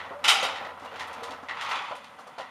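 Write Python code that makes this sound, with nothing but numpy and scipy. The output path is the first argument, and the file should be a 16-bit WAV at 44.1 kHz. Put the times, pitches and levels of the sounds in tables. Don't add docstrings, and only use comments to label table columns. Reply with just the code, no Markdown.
import sys
import numpy as np
from scipy import signal
from scipy.fft import rfft, irfft
from scipy.io import wavfile
from scipy.ndimage import uniform_filter1d

SR = 44100
rng = np.random.default_rng(int(sys.argv[2]) if len(sys.argv) > 2 else 0)


def waveform_to_disk(signal):
    frames = np.transpose(np.atleast_2d(signal))
    scaled = np.clip(frames, -1, 1) * 32767
    samples = np.round(scaled).astype(np.int16)
    wavfile.write(sys.argv[1], SR, samples)


N = 110250
TIME = np.arange(N) / SR

# (time [s], level [dB], brightness [dB per octave])
BANGS = [(0.241, -19.5, -0.5), (0.279, -14, 2.5), (0.286, -18.5, 3), (0.318, -28, -4.5), (0.426, -24.5, 1)]
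# (frequency [Hz], density [dB per Hz])
BANG_COLOUR = [(80, -72), (200, -35), (380, -20.5), (600, -11.5), (800, 1), (1050, -4.5), (1400, 0),
               (1630, -7.5), (2000, -3.5), (3000, -1.5), (3800, -5), (4300, -13.5), (5000, -12.5),
               (5700, -15.5), (8700, -20), (11500, -30), (15000, -42)]
# (frequency [Hz], relative level [dB], t60 [s])
STEEL_MODES = [(808, -7, .7), (1126, -5, .6), (1368, -7, .75), (2173, -6, .5), (2284, -5, .6),
               (2458, -7, .7), (2912, 0, .68), (2944, -5, .6), (3117, -1, .62), (3153, -7, .56),
               (3390, -5, .57), (3819, -6, .7), (4753, -7, .8), (4950, -10, .75), (8562, -19, .5)]


def steel_side():
    wash = crash(BANGS, BANG_COLOUR, attack_s=0.0058, body_t60=0.17, tail_t60=1.0, tail_db=-6,
                 damping=0.45, rough_db=0.0)
    rattle = chatter(rate=220, t60=0.015, steady=2.5)
    ringing = struck_modes(BANGS, STEEL_MODES, spread_db=3)
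    return wash * rattle + from_db(-24.5) * ringing


# (time [s], level [dB], brightness [dB per octave])
HOOVES = [(0.108, -34.5, -4), (0.424, -28, -3), (0.608, -37.5, -8.5), (0.82, -42.5, 1), (0.915, -45.5, -10),
          (1.007, -42, 5.5), (1.229, -35, 3.5), (1.306, -40, -6), (1.428, -41.5, 1), (1.622, -40.5, 5.5),
          (1.687, -39.5, 5.5), (1.715, -36, -4), (1.909, -33.5, -2.5), (2.186, -41.5, 2),
          (2.268, -42.5, -2), (2.381, -35, 1.5), (2.392, -39, -5.5)]
# (frequency [Hz], density [dB per Hz])
HOOF_COLOUR = [(60, -44), (260, -16), (340, -16.5), (520, 4.5), (800, 4), (1300, 1.5), (1650, -6.5),
               (2100, -19), (4000, -21), (8000, -29.5), (15000, -53)]
# (frequency [Hz], relative level [dB], t60 [s])
DECK_MODES = [(270, -16, .2), (477, -7, .2), (535, -8, .18), (577, -5, .25), (755, -5, .25), (795, -6, .25),
              (905, -4, .3), (1003, -3, .4), (1290, -6, .3)]


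def hooves():
    thud = crash(HOOVES, HOOF_COLOUR, attack_s=0.0057, body_t60=0.17, tail_t60=0.45, tail_db=-8.5,
                 damping=0.17, rough_db=1.0)
    ringing = struck_modes(HOOVES, DECK_MODES, spread_db=7)
    return thud + from_db(-13.5) * ringing


# (time [s], level [dB])
SHUFFLE = [(0.2, -46.5), (0.5, -40), (0.78, -46.5), (1.33, -41.5), (1.45, -47.5), (1.9, -50.5), (2.12, -53)]
# (frequency [Hz], density [dB per Hz])
SHUFFLE_COLOUR = [(50, -19), (130, -19.5), (260, -6.5), (360, -13), (550, 1), (950, 3), (1350, 2),
                  (1700, -5), (3000, -14), (9000, -37)]


def shuffling():
    steps = level(SHUFFLE) * chatter(rate=35, t60=0.22, steady=0.29)
    return steps * noise(SHUFFLE_COLOUR) + from_db(-4) * rubbed_modes(steps, DECK_MODES)


# (time [s], level [dB], brightness [dB per octave])
CLANKS = [(0.0, -36, -6.5), (0.556, -35.5, -2.5), (0.645, -41.5, -2.5), (0.796, -54, 3.5), (0.845, -52, 6),
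          (0.958, -43.5, 0.5), (0.993, -37, 1.5), (1.008, -34.5, -7), (1.07, -56, 14), (1.128, -48, 7.5),
          (1.234, -41.5, 5), (1.304, -43.5, 3), (1.485, -32.5, -4.5), (1.609, -35, 1), (1.71, -34.5, 0.5),
          (1.755, -37, -0.5), (1.855, -43.5, -3.5), (1.952, -50.5, 10), (2.04, -51, 3.5), (2.191, -62, 16),
          (2.27, -56, 9.5), (2.384, -41, -1.5), (2.403, -46.5, 1)]
# (frequency [Hz], density [dB per Hz])
CLANK_COLOUR = [(200, -40), (600, -17.5), (950, -3), (1600, -4), (1950, 11), (2300, -2), (3500, -3),
                (6000, -15), (10000, -24.5), (15000, -43.5)]


def fittings():
    return crash(CLANKS, CLANK_COLOUR, attack_s=0.0031, body_t60=0.06, tail_t60=0.64, tail_db=-2.0,
                 damping=0.56, rough_db=-2.8)


# (time [s], pitch [Hz], level [dB], t60 [s])
PINGS = [(0.109, 414, -40, 0.11), (0.428, 537, -30, 0.28), (0.822, 273, -43.5, .13), (1.179, 245, -48, .13),
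         (1.222, 472, -36, 0.32), (1.295, 270, -45, 0.17), (1.429, 264, -42.5, 0.13),
         (1.486, 1868, -43, 0.16), (1.486, 2067, -44, 0.65)]


def singing_parts():
    return sum(from_db(db) * ring(clicks(np.array([s]), [1]), hz, t60) for s, hz, db, t60 in PINGS)


# (middle time [s], half length [s], middle pitch [Hz], level [dB], rise to either side [share of pitch])
SQUEAKS = [(0.165, .055, 570, -40.5, .05), (0.375, .028, 790, -27, -.015), (0.413, .008, 6600, -38, 0),
           (0.892, .028, 2830, -49, 0)]


def squeaks():
    out = 0
    for s, length, hz, db, rise in SQUEAKS:
        glide = rise * np.tanh((TIME - s) / length)
        pitch = hz * (1 + glide + 0.011 * drift(rate=260))
        tone = np.sin(2 * np.pi * np.cumsum(pitch) / SR)
        swell = np.exp(-((TIME - s) / length) ** 2)
        out = out + from_db(db + 2.8 * drift(rate=200)) * swell * tone
    return out


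# (time [s], level [dB])
SCRAPE = [(0, -45), (0.22, -64), (0.78, -60.5), (0.96, -45.5), (1.1, -45.5), (1.25, -50), (1.45, -60),
          (1.58, -39), (1.73, -31.5), (1.86, -38.5), (1.95, -44.5), (2.12, -56.5), (2.5, -54.5)]
# (frequency [Hz], density [dB per Hz])
SCRAPE_COLOUR = [(400, -47), (800, 5), (1200, 4.5), (1650, -3), (2500, -3), (3700, -7), (4900, -19.5),
                 (7000, -26), (10300, -35.5), (15000, -66)]
# (frequency [Hz], relative level [dB], t60 [s])
PANEL_MODES = [(930, -1, .25), (995, -2, .25), (1138, 0, .3), (1216, -2, .25), (1345, -2, .2),
               (1887, -5, .2), (2467, -5, .2), (2588, -4, .2), (3063, -4, .2), (3420, -3, .2)]


def panels():
    rub = level(SCRAPE) * chatter(rate=110, t60=0.034, steady=0.74)
    return rub * noise(SCRAPE_COLOUR, RIPPLE_DB) + from_db(-5.5) * rubbed_modes(rub, PANEL_MODES)


# (frequency [Hz], density [dB per Hz])
WIND = [(25, -30), (260, 9), (368, -14.5), (552, -15), (1270, -5.5), (1660, -15), (2010, 7.5),
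        (2400, -25.5), (8810, -16.5), (13200, -26.5), (15500, -50)]


def wind():
    return noise(WIND) * from_db(-60.5 + 1.0 * drift(rate=6.1))


# (time [s], level [dB rms])
HUM_LEVEL = [(0, -65), (1.0, -64), (1.6, -66.5), (2.1, -80)]


def low_hum():
    pitch = 86 * (1 + 0.027 * drift(rate=38.2))
    return np.sqrt(2) * level(HUM_LEVEL) * np.sin(2 * np.pi * np.cumsum(pitch) / SR)


BAND_EDGES_HZ = np.geomspace(44, 17000, 23)
MODE_SPACING_HZ, RIPPLE_DB = 22.34, 4


def crash(hits, colour, attack_s, body_t60, tail_t60, tail_db, damping, rough_db):
    s, db, bright = np.transpose(hits)
    hz = np.arange(N // 2 + 1) * SR / N
    low, high = BAND_EDGES_HZ[:-1], BAND_EDGES_HZ[1:]
    centres = np.sqrt(low * high)
    octaves = np.log2(centres / 1000)
    tilted = from_db(at_hz(colour, centres) + bright[:, None] * octaves)
    share = tilted ** 2 * np.diff(BAND_EDGES_HZ)
    energy = from_db(db)[:, None] ** 2 * share / share.sum(axis=1, keepdims=True)
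    spectrum = rfft(noise(colour, RIPPLE_DB))
    rise = np.exp(-1 / (attack_s * SR))
    out = 0
    for k, octave in enumerate(octaves):
        band = rms_one(irfft(spectrum * ((hz >= low[k]) & (hz < high[k])), N))
        blows = clicks(s, energy[:, k])
        band_tail_t60 = tail_t60 * 2 ** (-damping * max(octave, 0))
        power = dying(blows, body_t60) + from_db(tail_db) ** 2 * dying(blows, band_tail_t60)
        swelling = signal.lfilter([1 - rise], [1, -rise], power)
        out = out + band * np.sqrt(swelling)
    return out * from_db(rough_db * drift(rate=480))


def struck_modes(hits, modes, spread_db):
    s, db, _ = np.transpose(hits)
    chance = rng.standard_normal((len(s), len(modes)))
    out = 0
    for k, (hz, mode_db, t60) in enumerate(modes):
        strengths = from_db(db + mode_db + spread_db * chance[:, k])
        out = out + ring(clicks(s, strengths), hz, t60)
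    return out


def rubbed_modes(strength, modes):
    push = strength * rng.standard_normal(N)
    return push.std() * rms_one(sum(from_db(db) * ring(push, hz, t60) for hz, db, t60 in modes))


def chatter(rate, t60, steady):
    contacts = (rng.random(N) < rate / SR) * from_db(1.4 * rng.standard_normal(N)) ** 2
    loudness = np.sqrt(dying(contacts, t60) + steady)
    return rms_one(uniform_filter1d(loudness, size=40))


def ring(push, hz, t60):
    r, w = from_db(-60 / (t60 * SR)), 2 * np.pi * hz / SR
    return signal.lfilter([0, np.sin(w)], [1, -2 * r * np.cos(w), r * r], push + 1e-18)


def dying(energy, t60):
    kept = from_db(-60 / (t60 * SR)) ** 2
    return signal.lfilter([1], [1, -kept], energy + 1e-20)


def clicks(times, sizes):
    return np.bincount(np.clip(times * SR, 0, N - 1).astype(int), sizes, N)


def noise(colour, ripple_db=0):
    hz = np.maximum(np.arange(N // 2 + 1) * SR / N, 1)
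    knots = np.clip(rng.standard_normal(4000), -2, 2)
    ripple = np.interp(hz / MODE_SPACING_HZ, np.arange(len(knots)), knots)
    ripple = ripple * np.minimum(hz / 4000, 1)
    shape = from_db(at_hz(colour, hz) + ripple_db * ripple)
    return rms_one(irfft(rfft(rng.standard_normal(N)) * shape, N))


def drift(rate):
    knots = rng.standard_normal(2000)
    return np.interp(TIME * rate, np.arange(len(knots)), knots)


def level(points):
    return from_db(np.interp(TIME, *np.transpose(points)))


def at_hz(points, hz):
    point_hz, point_db = np.transpose(points)
    return np.interp(np.log(hz), np.log(point_hz), point_db)


def rms_one(x):
    return x / np.sqrt(np.mean(x ** 2) + 1e-20)


def from_db(db):
    return 10 ** (np.asarray(db) / 20)


def scene():
    trailer = steel_side() + hooves() + shuffling() + fittings() + singing_parts() + squeaks() + panels()
    return (trailer + wind() + low_hum())[None]


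def record(dry):
    low_cut = signal.butter(4, 72, "high", fs=SR, output="sos")
    thinned = signal.sosfilt(low_cut, dry)
    notched = signal.lfilter(*signal.iirnotch(7850, 22, fs=SR), thinned)
    top_cut = signal.ellip(10, .2, 80, 15500, fs=SR, output="sos")
    return signal.sosfilt(top_cut, notched)


dry = scene()
out = record(dry)
waveform_to_disk(out)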